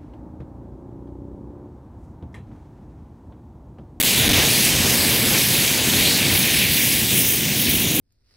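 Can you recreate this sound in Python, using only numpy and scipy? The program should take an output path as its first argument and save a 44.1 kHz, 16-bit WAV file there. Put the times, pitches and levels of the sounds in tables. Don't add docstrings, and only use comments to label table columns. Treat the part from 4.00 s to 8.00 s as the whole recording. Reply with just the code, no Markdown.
import sys
import numpy as np
from scipy import signal
from scipy.fft import rfft, irfft
from scipy.io import wavfile

SR = 44100
rng = np.random.default_rng(int(sys.argv[2]) if len(sys.argv) > 2 else 0)


def output_pcm(signal):
    pcm = np.clip(np.atleast_2d(signal).T, -1, 1) * 32767
    wavfile.write(sys.argv[1], SR, np.round(pcm).astype(np.int16))


N = 176400
TIME, HZ = np.arange(N) / SR, np.fft.rfftfreq(N, 1 / SR)


def amp(db):
    return 10 ** (np.asarray(db) / 20)


def unit(x):
    return x / np.sqrt(np.mean(x ** 2) + 1e-20)


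def curve(points, t):
    return np.interp(t, *np.transpose(points))


def wander(rate_hz):
    drift = rfft(rng.standard_normal(N)) * HZ / (HZ + 6) / np.sqrt(1 + (HZ / rate_hz) ** 4)
    return unit(irfft(drift, N))


def turbulence(spectrum, level, flutter_db, flutter_hz):
    hz, db = np.transpose(spectrum)
    colour = amp(np.interp(np.log(HZ + 1), np.log(hz), db))
    noise = unit(irfft(rfft(rng.standard_normal(N)) * colour, N))
    return unit(noise * amp(flutter_db * wander(flutter_hz))) * amp(curve(level, TIME))


# (time [s], level [dB])
RUMBLE_LEVEL = [(0.0, -24), (0.09, -38), (0.28, -22.5), (0.38, -25), (0.47, -31), (0.6, -36), (0.72, -30),
                (1.68, -39.5), (1.98, -30), (2.24, -39), (2.32, -27), (2.47, -44), (2.59, -32.5),
                (2.8, -37), (3.16, -34.5), (3.64, -37), (3.75, -33), (4.0, -38)]
ROAR_LEVEL = [(0.0, -27), (0.15, -30), (0.24, -23.5), (0.57, -27), (1.35, -25), (1.74, -29), (1.95, -24),
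              (2.02, -26), (2.11, -25.5), (2.17, -27.5), (2.35, -24), (2.38, -27.5), (3.01, -29),
              (3.22, -25), (3.28, -29.5), (3.55, -27.5), (3.72, -25.5), (3.8, -26), (4.0, -23.5)]
RUSH_LEVEL = [(0.0, -31), (0.07, -36.5), (0.4, -28.5), (0.57, -35.5), (0.87, -32), (1.23, -33.5),
              (1.35, -30.5), (1.44, -36), (1.95, -33.5), (2.13, -35.5), (2.29, -33.5), (2.65, -39.5),
              (3.19, -40.5), (3.37, -41.5), (4.0, -40)]
# (frequency [Hz], level [dB])
RUMBLE_SPECTRUM = [(10, -36), (25, -27), (38, -16), (52, -7.5), (74, -2.5), (100, -4.5), (140, -14),
                   (300, -35)]
ROAR_SPECTRUM = [(50, -41), (95, -5), (127, 1), (170, -0.5), (230, 0), (330, -5), (460, -13.5),
                 (700, -22.5), (1400, -41)]
RUSH_SPECTRUM = [(200, -12.5), (400, 4), (650, 0.5), (950, -2), (1300, -6), (1800, -2), (4000, -30.5)]
def flame():
    rumble = amp(-1.0) * turbulence(RUMBLE_SPECTRUM, RUMBLE_LEVEL, flutter_db=-2.0, flutter_hz=10)
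    roar = amp(0.6) * turbulence(ROAR_SPECTRUM, ROAR_LEVEL, flutter_db=0.6, flutter_hz=28)
    rush = amp(3.0) * turbulence(RUSH_SPECTRUM, RUSH_LEVEL, flutter_db=0.53, flutter_hz=60)
    return (rumble + roar + rush) * amp(0.4 * wander(rate_hz=21))


# (time [s], reflected amplitude [ratio], delay [s])
GROUND_PATH = [(0.1, 0.14, 0.00026), (0.4, .06, .000285), (0.9, .04, 0.00024), (1.6, 0.12, .000264),
               (2.2, 0.015, 0.00031), (2.6, 0.044, 0.00034), (3.0, 0.074, 0.00038), (3.3, 0.17, 0.00033),
               (3.58, 0.15, 0.00032), (4.0, .36, 0.00029)]
def ground_reflection(hz, t):
    when, share, delay = np.transpose(GROUND_PATH)
    return 1 + np.interp(t, when, share) * np.exp(-2j * np.pi * hz * np.interp(t, when, delay))


def eddies(hz, t, life_s, width_hz):
    lag_s = np.fft.fftfreq(len(hz), hz[1])[:, None]
    rate_hz = np.fft.rfftfreq(len(t), t[1])
    smoothing = np.exp(-(lag_s * width_hz) ** 2 - (rate_hz * life_s) ** 2)
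    noise = rng.standard_normal((len(hz), len(t)))
    return unit(np.fft.irfft2(np.fft.rfft2(noise) * smoothing, noise.shape))


# (time [s], slope [dB/octave])
FIZZ_TILT = [(0, -3), (1.6, -3), (2.4, 1), (4, 11)]
# (time [s], half length [s], frequency [Hz], half width [Hz], gain [dB])
HISS_SWELLS = [(0.063, .025, 3750, 650, 6.5), (0.233, 0.071, 3800, 600, 3.5), (.65, 0.016, 7440, 2600, 3),
               (0.683, 0.091, 2860, 600, 2.2), (2.045, .13, 4070, 800, 5), (2.82, .1, 13500, 900, 1),
               (3.12, .04, 3360, 800, 5.5)]
def brightness_db(hz, t, tilt_from_hz=11900):
    db = curve(FIZZ_TILT, t) * np.log2(np.maximum(hz / tilt_from_hz, 1))
    for when, length, centre, width, gain in HISS_SWELLS:
        db += gain * np.exp(-((t - when) / length) ** 2 - ((hz - centre) / width) ** 2)
    return db


# (time [s], level [dB])
HISS_LEVEL = [(0.0, -21.5), (0.12, -22.5), (0.29, -20.5), (0.34, -19.5), (0.45, -19), (0.51, -21),
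              (0.72, -21.5), (0.78, -23), (1.08, -21.5), (1.32, -22.5), (1.38, -20.5), (1.47, -24),
              (1.56, -21), (1.77, -23.2), (2.11, -21.5), (2.23, -22), (2.57, -20.5), (2.78, -21.5),
              (2.87, -24.5), (3.15, -24.5), (3.28, -27), (3.73, -24.5), (4.0, -27.5)]
UPPER_LEVEL = [(0.0, -22), (0.27, -26), (0.52, -23), (1.11, -25.0), (1.2, -26.5), (1.38, -23.5),
               (1.47, -25.5), (1.65, -23.5), (1.83, -26), (2.08, -23.5), (2.23, -26.5), (2.59, -25.5),
               (2.65, -29.5), (2.83, -25.5), (2.98, -26.5), (3.31, -25.5), (3.46, -28), (4.0, -29.5)]
FIZZ_LEVEL = [(0.0, -18.5), (0.15, -26), (0.18, -22), (0.24, -25.5), (0.66, -21.5), (0.75, -26),
              (0.93, -23), (1.62, -22.5), (1.83, -28), (1.89, -23), (2.17, -25.5), (2.29, -28),
              (2.38, -20.5), (2.5, -25.5), (2.59, -23.2), (2.68, -25), (2.74, -21.5), (2.95, -22),
              (3.07, -25), (3.19, -20.5), (3.31, -20.5), (3.44, -29), (3.54, -29), (3.61, -22.5),
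              (3.67, -26), (3.72, -23.5), (3.9, -27.5), (4.0, -24)]
# (frequency [Hz], level [dB])
HISS_SPECTRUM = [(900, -56), (1350, -20.5), (1650, -8), (2250, -.5), (3000, -1), (3700, -2), (4500, -4.5),
                 (5600, -18.5), (9000, -50)]
UPPER_SPECTRUM = [(3000, -39), (4800, 0), (6500, 0.5), (7800, -0.5), (9200, -3.5), (11000, -11.5),
                  (15000, -33)]
FIZZ_SPECTRUM = [(6500, -47), (9000, -5), (10600, 1), (12500, -.5), (14000, -0.5), (16000, -1)]
def gas_jet():
    sputter_db = 1.9 * np.interp(TIME, [3.5, 3.7], [0, 1]) * wander(rate_hz=40)
    hiss = amp(-0.26) * turbulence(HISS_SPECTRUM, HISS_LEVEL, flutter_db=0.4, flutter_hz=40)
    upper = amp(1.0) * turbulence(UPPER_SPECTRUM, UPPER_LEVEL, flutter_db=0.4, flutter_hz=30)
    fizz = amp(2.5) * turbulence(FIZZ_SPECTRUM, FIZZ_LEVEL, flutter_db=0.15, flutter_hz=50)
    gas = (hiss + upper + fizz * amp(sputter_db)) * amp(0.62 * wander(rate_hz=130))
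    hz, t, spectra = signal.stft(gas, SR, nperseg=256, noverlap=192)
    db = 0.95 * eddies(hz, t, life_s=0.1, width_hz=2000)
    db += 0.64 * eddies(hz, t, life_s=0.019, width_hz=2000)
    db += brightness_db(hz[:, None], t)
    spectra *= amp(db) * ground_reflection(hz[:, None], t)
    return signal.istft(spectra, SR, nperseg=256, noverlap=192)[1][:N]


def scene():
    fire = flame() + gas_jet()
    return np.array([fire, fire])


# (time [s], half width [s], depth [dB])
CHOKES = [(.005, .0014, 7), (.022, 0.0035, 22.5), (.0318, 0.0018, 19), (.040, .0016, 13),
          (0.276, 0.00072, 20), (0.287, 0.0024, 25), (0.3072, 0.0013, 13), (0.328, 0.0018, 14)]
def record(dry):
    notch_hz, half_width_hz, depth, cutoff_hz = 7225, 150, 0.84, 15780
    choke_db = sum(db * np.exp(-((TIME - when) / width) ** 4) for when, width, db in CHOKES)
    notch = 1 - depth / (1 + 1j * (HZ - notch_hz) / half_width_hz)
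    heard = irfft(rfft(dry * amp(-choke_db)) * notch, N)
    lowpass = signal.firwin(1023, cutoff_hz, window=("kaiser", 9), fs=SR)
    return signal.oaconvolve(heard, lowpass[None], "same")


dry = scene()
out = record(dry)
output_pcm(out)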